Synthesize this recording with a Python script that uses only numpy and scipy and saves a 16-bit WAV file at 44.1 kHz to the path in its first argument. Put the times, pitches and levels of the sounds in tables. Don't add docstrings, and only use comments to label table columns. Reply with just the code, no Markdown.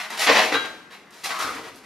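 import sys
import numpy as np
from scipy import signal
from scipy.fft import irfft
from scipy.io import wavfile
from scipy.ndimage import uniform_filter1d

SR = 44100
rng = np.random.default_rng(int(sys.argv[2]) if len(sys.argv) > 2 else 0)


def store_pcm(level_fs):
    pcm = np.round(np.clip(level_fs, -1, 1) * 32767).astype(np.int16)
    wavfile.write(sys.argv[1], SR, np.atleast_2d(pcm).T)


N = 81585
BINS_HZ = np.fft.rfftfreq(8192, 1 / SR)

# (start [s], length [s], grind [dB], judder [dB], grit [dB])
STROKES = [(-.03, 0.045, -28.5, -59, -38.5), (0.019, 0.038, -34.5, -73, -46),
           (0.096, 0.06, -34.5, -43, -42), (0.168, 0.022, -30, -60, -33.5),
           (0.189, 0.061, -23.5, -46, -26.5), (0.26, 0.032, -14, -44, -56), (0.287, 0.018, -15.5, -19, -37),
           (0.311, 0.022, -19, -53, -31), (0.341, 0.058, -15.5, -31, -31.5),
           (0.406, 0.046, -24, -31.5, -35), (0.516, 0.037, -22, -27, -37.5), (0.636, 0.024, -34, -44, -69),
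           (0.902, 0.05, -44, -55, -53), (1.118, 0.26, -51, -61, -52.5), (1.233, 0.036, -29.5, -52, -32),
           (1.289, 0.028, -27, -47, -39.5), (1.336, 0.039, -36, -48, -45), (1.384, 0.048, -30, -43.5, -33),
           (1.414, 0.069, -35.5, -39.5, -43), (1.474, 0.077, -39, -41.5, -52),
           (1.542, 0.051, -40, -36.5, -53), (1.629, 0.056, -42.5, -43.5, -50.5),
           (1.738, 0.05, -57, -60, -55), (1.829, 0.045, -51, -52, -57)]
# (frequency [Hz], relative level [dB])
GRIND_SPECTRUM = [(50, -38.5), (250, -13.5), (480, -13), (720, 0), (1050, -2), (1450, -1.5), (2000, 0.5),
                  (2700, -2.5), (3600, -6), (4800, -11), (6500, -18), (9000, -36), (15000, -51)]
JUDDER_SPECTRUM = [(25, -44), (60, -21), (190, -13.5), (285, 0), (460, 3), (700, -8), (1100, -1),
                   (5000, -44.5)]
GRIT_SPECTRUM = [(80, -54), (1500, -18), (3500, 2.5), (5500, 3), (7500, -3), (9000, -5), (11500, -5),
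                 (13500, -12.5), (15500, -21)]
# (centre [Hz], width [Hz], boost [dB])
BED_RESONANCES = [(645, 35, 5), (710, 25, 3), (795, 35, 3), (1920, 50, 5), (2310, 40, 4), (2620, 40, 4),
                  (4230, 40, 5), (4625, 35, 6)]
# (time [s], scrape [dB], clunk [dB])
SNAGS = [(.2905, 0, 8), (.2972, 6, 4), (.2992, 6, 1), (.3072, 0, 9), (.3605, 0, -10), (.371, 0, -8),
         (.383, 5, 3), (.3925, 5, -2)]
# (time [s], level [dB])
CRACKS = [(.103, -15), (.656, -20.5), (1.107, -28), (1.246, -10.5), (1.55, -18), (1.758, -25)]
# (start [s], length [s], level [dB], centre [Hz], half-width [Hz])
RASPS = [(0.531, 0.02, -20, 1390, 167), (1.29, 0.15, -33, 1185, 190), (1.387, 0.1, -31.5, 1340, 233),
         (1.411, 0.099, -38, 1224, 105)]
# (time [s], level [dB])
THUDS = [(.405, -48), (.543, -36), (1.447, -36), (1.56, -46), (1.715, -50)]
# (time [s], level [dB])
KNOCKS = [(.536, -20), (.915, -47)]
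# (frequency [Hz], level [dB], T60 [s])
FRAME_MODES = [(47, -5, 0.05), (113.8, -6, 0.19), (278, 5, 0.093)]
STEEL_MODES = [(1292, -5, .27), (1590, -1, .6), (2816, -3, .3), (3263, -7, .44), (3889, 0, .37),
               (3985, -10, .42)]
# (frequency [Hz], T60 [s])
ROOM_DECAY = [(100, 1), (350, 0.68), (2500, 0.58), (5000, 0.67), (9000, 0.76), (15000, 0.67)]
# (frequency [Hz], relative level [dB])
AIR_SPECTRUM = [(20, -28), (100, -8), (200, 3), (330, 3.5), (800, -1.5), (2000, -1.5), (15000, -37)]
# (frequency [Hz], side gain [dB])
SIDE_GAIN = [(300, -13.5), (1100, -8.5), (4500, -6.5), (9000, 0.5)]
# (frequency [Hz], left minus right [dB])
BALANCE = [(60, 2.5), (450, 3), (1000, 2.5), (8000, -0.5)]


def grinding(clunk_hz=508, clunk_half_width_hz=300):
    bed_db = sum(db / (1 + (2 * (BINS_HZ - hz) / width_hz) ** 2) for hz, width_hz, db in BED_RESONANCES)
    strokes, snags = np.array(STROKES), np.array(SNAGS)
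    grind = friction(strokes[:, [0, 1, 2]]) + clicks(snags[:, [0, 1]])
    grind = colour(grind, curve(GRIND_SPECTRUM) + bed_db)
    judder = friction(strokes[:, [0, 1, 3]], rate_per_s=700, spread_db=2.6)
    judder = colour(judder, curve(JUDDER_SPECTRUM) + bed_db)
    clunk_db = resonance_db(clunk_hz, clunk_half_width_hz) + low_cut_db(clunk_hz) + bed_db
    return grind + judder + colour(clicks(snags[:, [0, 2]]), clunk_db)


def friction(strokes, rate_per_s=2600, spread_db=3.2, chatter_hz=109.55, attack_s=.008, release_s=.008):
    index = np.arange(N)
    t = index / SR
    sizes = amp(spread_db * np.minimum(rng.exponential(1, N), 4)) * rng.choice([-1, 1], N)
    chatter_db = np.interp(2 * chatter_hz * t, index, rng.standard_normal(N))
    grains = sizes * (rng.random(N) < rate_per_s / SR) * amp(chatter_db)
    grains /= np.sqrt(abs(uniform_filter1d(grains ** 2, size=1100)) + 1e-4)
    power = np.zeros(N)
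    for start_s, length_s, db in strokes:
        attack = np.clip((t - start_s) / attack_s, 0, 1)
        release = np.exp(-np.maximum(t - start_s - length_s, 0) / release_s)
        power += (amp(db) * attack * release) ** 2
    return grains * np.sqrt(power)


def grit(crumble_s=.004, crack_cut_hz=7000):
    fizz = friction(np.array(STROKES)[:, [0, 1, 4]], rate_per_s=5600)
    t = np.arange(SR) / SR
    crumble = sparse_noise(density=.1) * np.exp(-t / crumble_s)
    cracks = convolve(clicks(CRACKS), unit_energy(crumble))
    grit_db = curve(GRIT_SPECTRUM)
    return colour(fizz, grit_db) + colour(cracks, grit_db + low_cut_db(crack_cut_hz))


def rasps():
    return sum(colour(friction([(start_s, length_s, db)]), resonance_db(hz, half_width_hz))
               for start_s, length_s, db, hz, half_width_hz in RASPS)


def frame_thuds():
    return convolve(clicks(THUDS), ring(FRAME_MODES))


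def steel_ring(rise_s=.014):
    t = np.arange(SR) / SR
    return convolve(clicks(KNOCKS), ring(STEEL_MODES) * np.minimum(t / rise_s, 1))


def reflections(hood_db=-1, hood_t60_s=.13, room_db=-3, room_rise_s=.024):
    t = np.arange(SR) / SR
    hood = sparse_noise(density=.05) * amp(-60 * t / hood_t60_s) * (t > .001)
    hz, frame_s, spectra = signal.stft(rng.standard_normal(SR), SR, nperseg=256)
    spectra *= amp(-60 * frame_s / curve(ROOM_DECAY, hz)[:, None])
    tail = signal.istft(spectra, SR, nperseg=256)[1][:SR] * np.minimum(t / room_rise_s, 1)
    return amp(hood_db) * unit_energy(hood) + amp(room_db) * unit_energy(tail)


def shifting_echoes(x, paths=5, step_s=.05):
    position = np.arange(N) / SR / step_s
    echoes = np.zeros(N)
    for path in range(paths):
        distance = abs((position - path + paths / 2) % paths - paths / 2)
        fade = np.cos(np.pi / 2 * np.minimum(distance, 1))
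        echoes += convolve(x * fade, reflections())
    return echoes


def workshop_air():
    return colour(rng.standard_normal(N), curve(AIR_SPECTRUM))


def amp(db):
    return 10 ** (np.asarray(db) / 20)


def unit_energy(x):
    return x / np.linalg.norm(x)


def curve(points, hz=BINS_HZ):
    points_hz, values = np.transpose(points)
    return np.interp(np.log(hz + 1), np.log(points_hz), values)


def resonance_db(hz, half_width_hz):
    bass_gain = np.minimum((BINS_HZ + 1) / hz, 1)
    return 20 * np.log10(bass_gain / (1 + ((BINS_HZ - hz) / half_width_hz) ** 2))


def low_cut_db(hz):
    return 40 * np.log10(np.minimum((BINS_HZ + 1) / hz, 1))


def min_phase(db):
    log_gain = np.log(amp(np.concatenate([db, db[-2:0:-1]])))
    spectrum = np.exp(np.conj(signal.hilbert(log_gain)))
    return irfft(spectrum[:len(db)])[:len(db) - 1]


def convolve(x, response):
    return signal.fftconvolve(x, response)[:len(x)]


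def colour(x, db):
    return convolve(x, unit_energy(min_phase(db)))


def clicks(events):
    impulses = np.zeros(N)
    for time_s, db in events:
        impulses[round(time_s * SR)] += amp(db)
    return impulses


def sparse_noise(density):
    return rng.standard_normal(SR) * (rng.random(SR) < density)


def ring(modes):
    t = np.arange(SR) / SR
    return sum(amp(db - 60 * t / t60_s) * np.sin(2 * np.pi * hz * t) for hz, db, t60_s in modes)


def scene(air_db=-52, master_db=-3):
    air = amp(air_db) * workshop_air()
    direct = grinding() + grit() + rasps() + frame_thuds() + air
    steel = steel_ring()
    mid = direct + steel + shifting_echoes(direct)
    side = convolve(shifting_echoes(direct + steel), min_phase(curve(SIDE_GAIN)))
    half_balance_db = curve(BALANCE) / 2
    left = convolve(mid + side, min_phase(half_balance_db))
    right = convolve(mid - side, min_phase(-half_balance_db))
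    return amp(master_db) * np.array([left, right])


def record(dry, highpass_hz=55, lowpass_hz=15700):
    highpass = signal.butter(2, highpass_hz, "highpass", fs=SR, output="sos")
    thinned = signal.sosfilt(highpass, dry)
    clipped = thinned / (1 + thinned ** 8) ** (1 / 8)
    lowpass = signal.firwin(511, lowpass_hz, window=("kaiser", 9), fs=SR)
    return signal.oaconvolve(clipped, lowpass[None], "same")


dry = scene()
out = record(dry)
store_pcm(out)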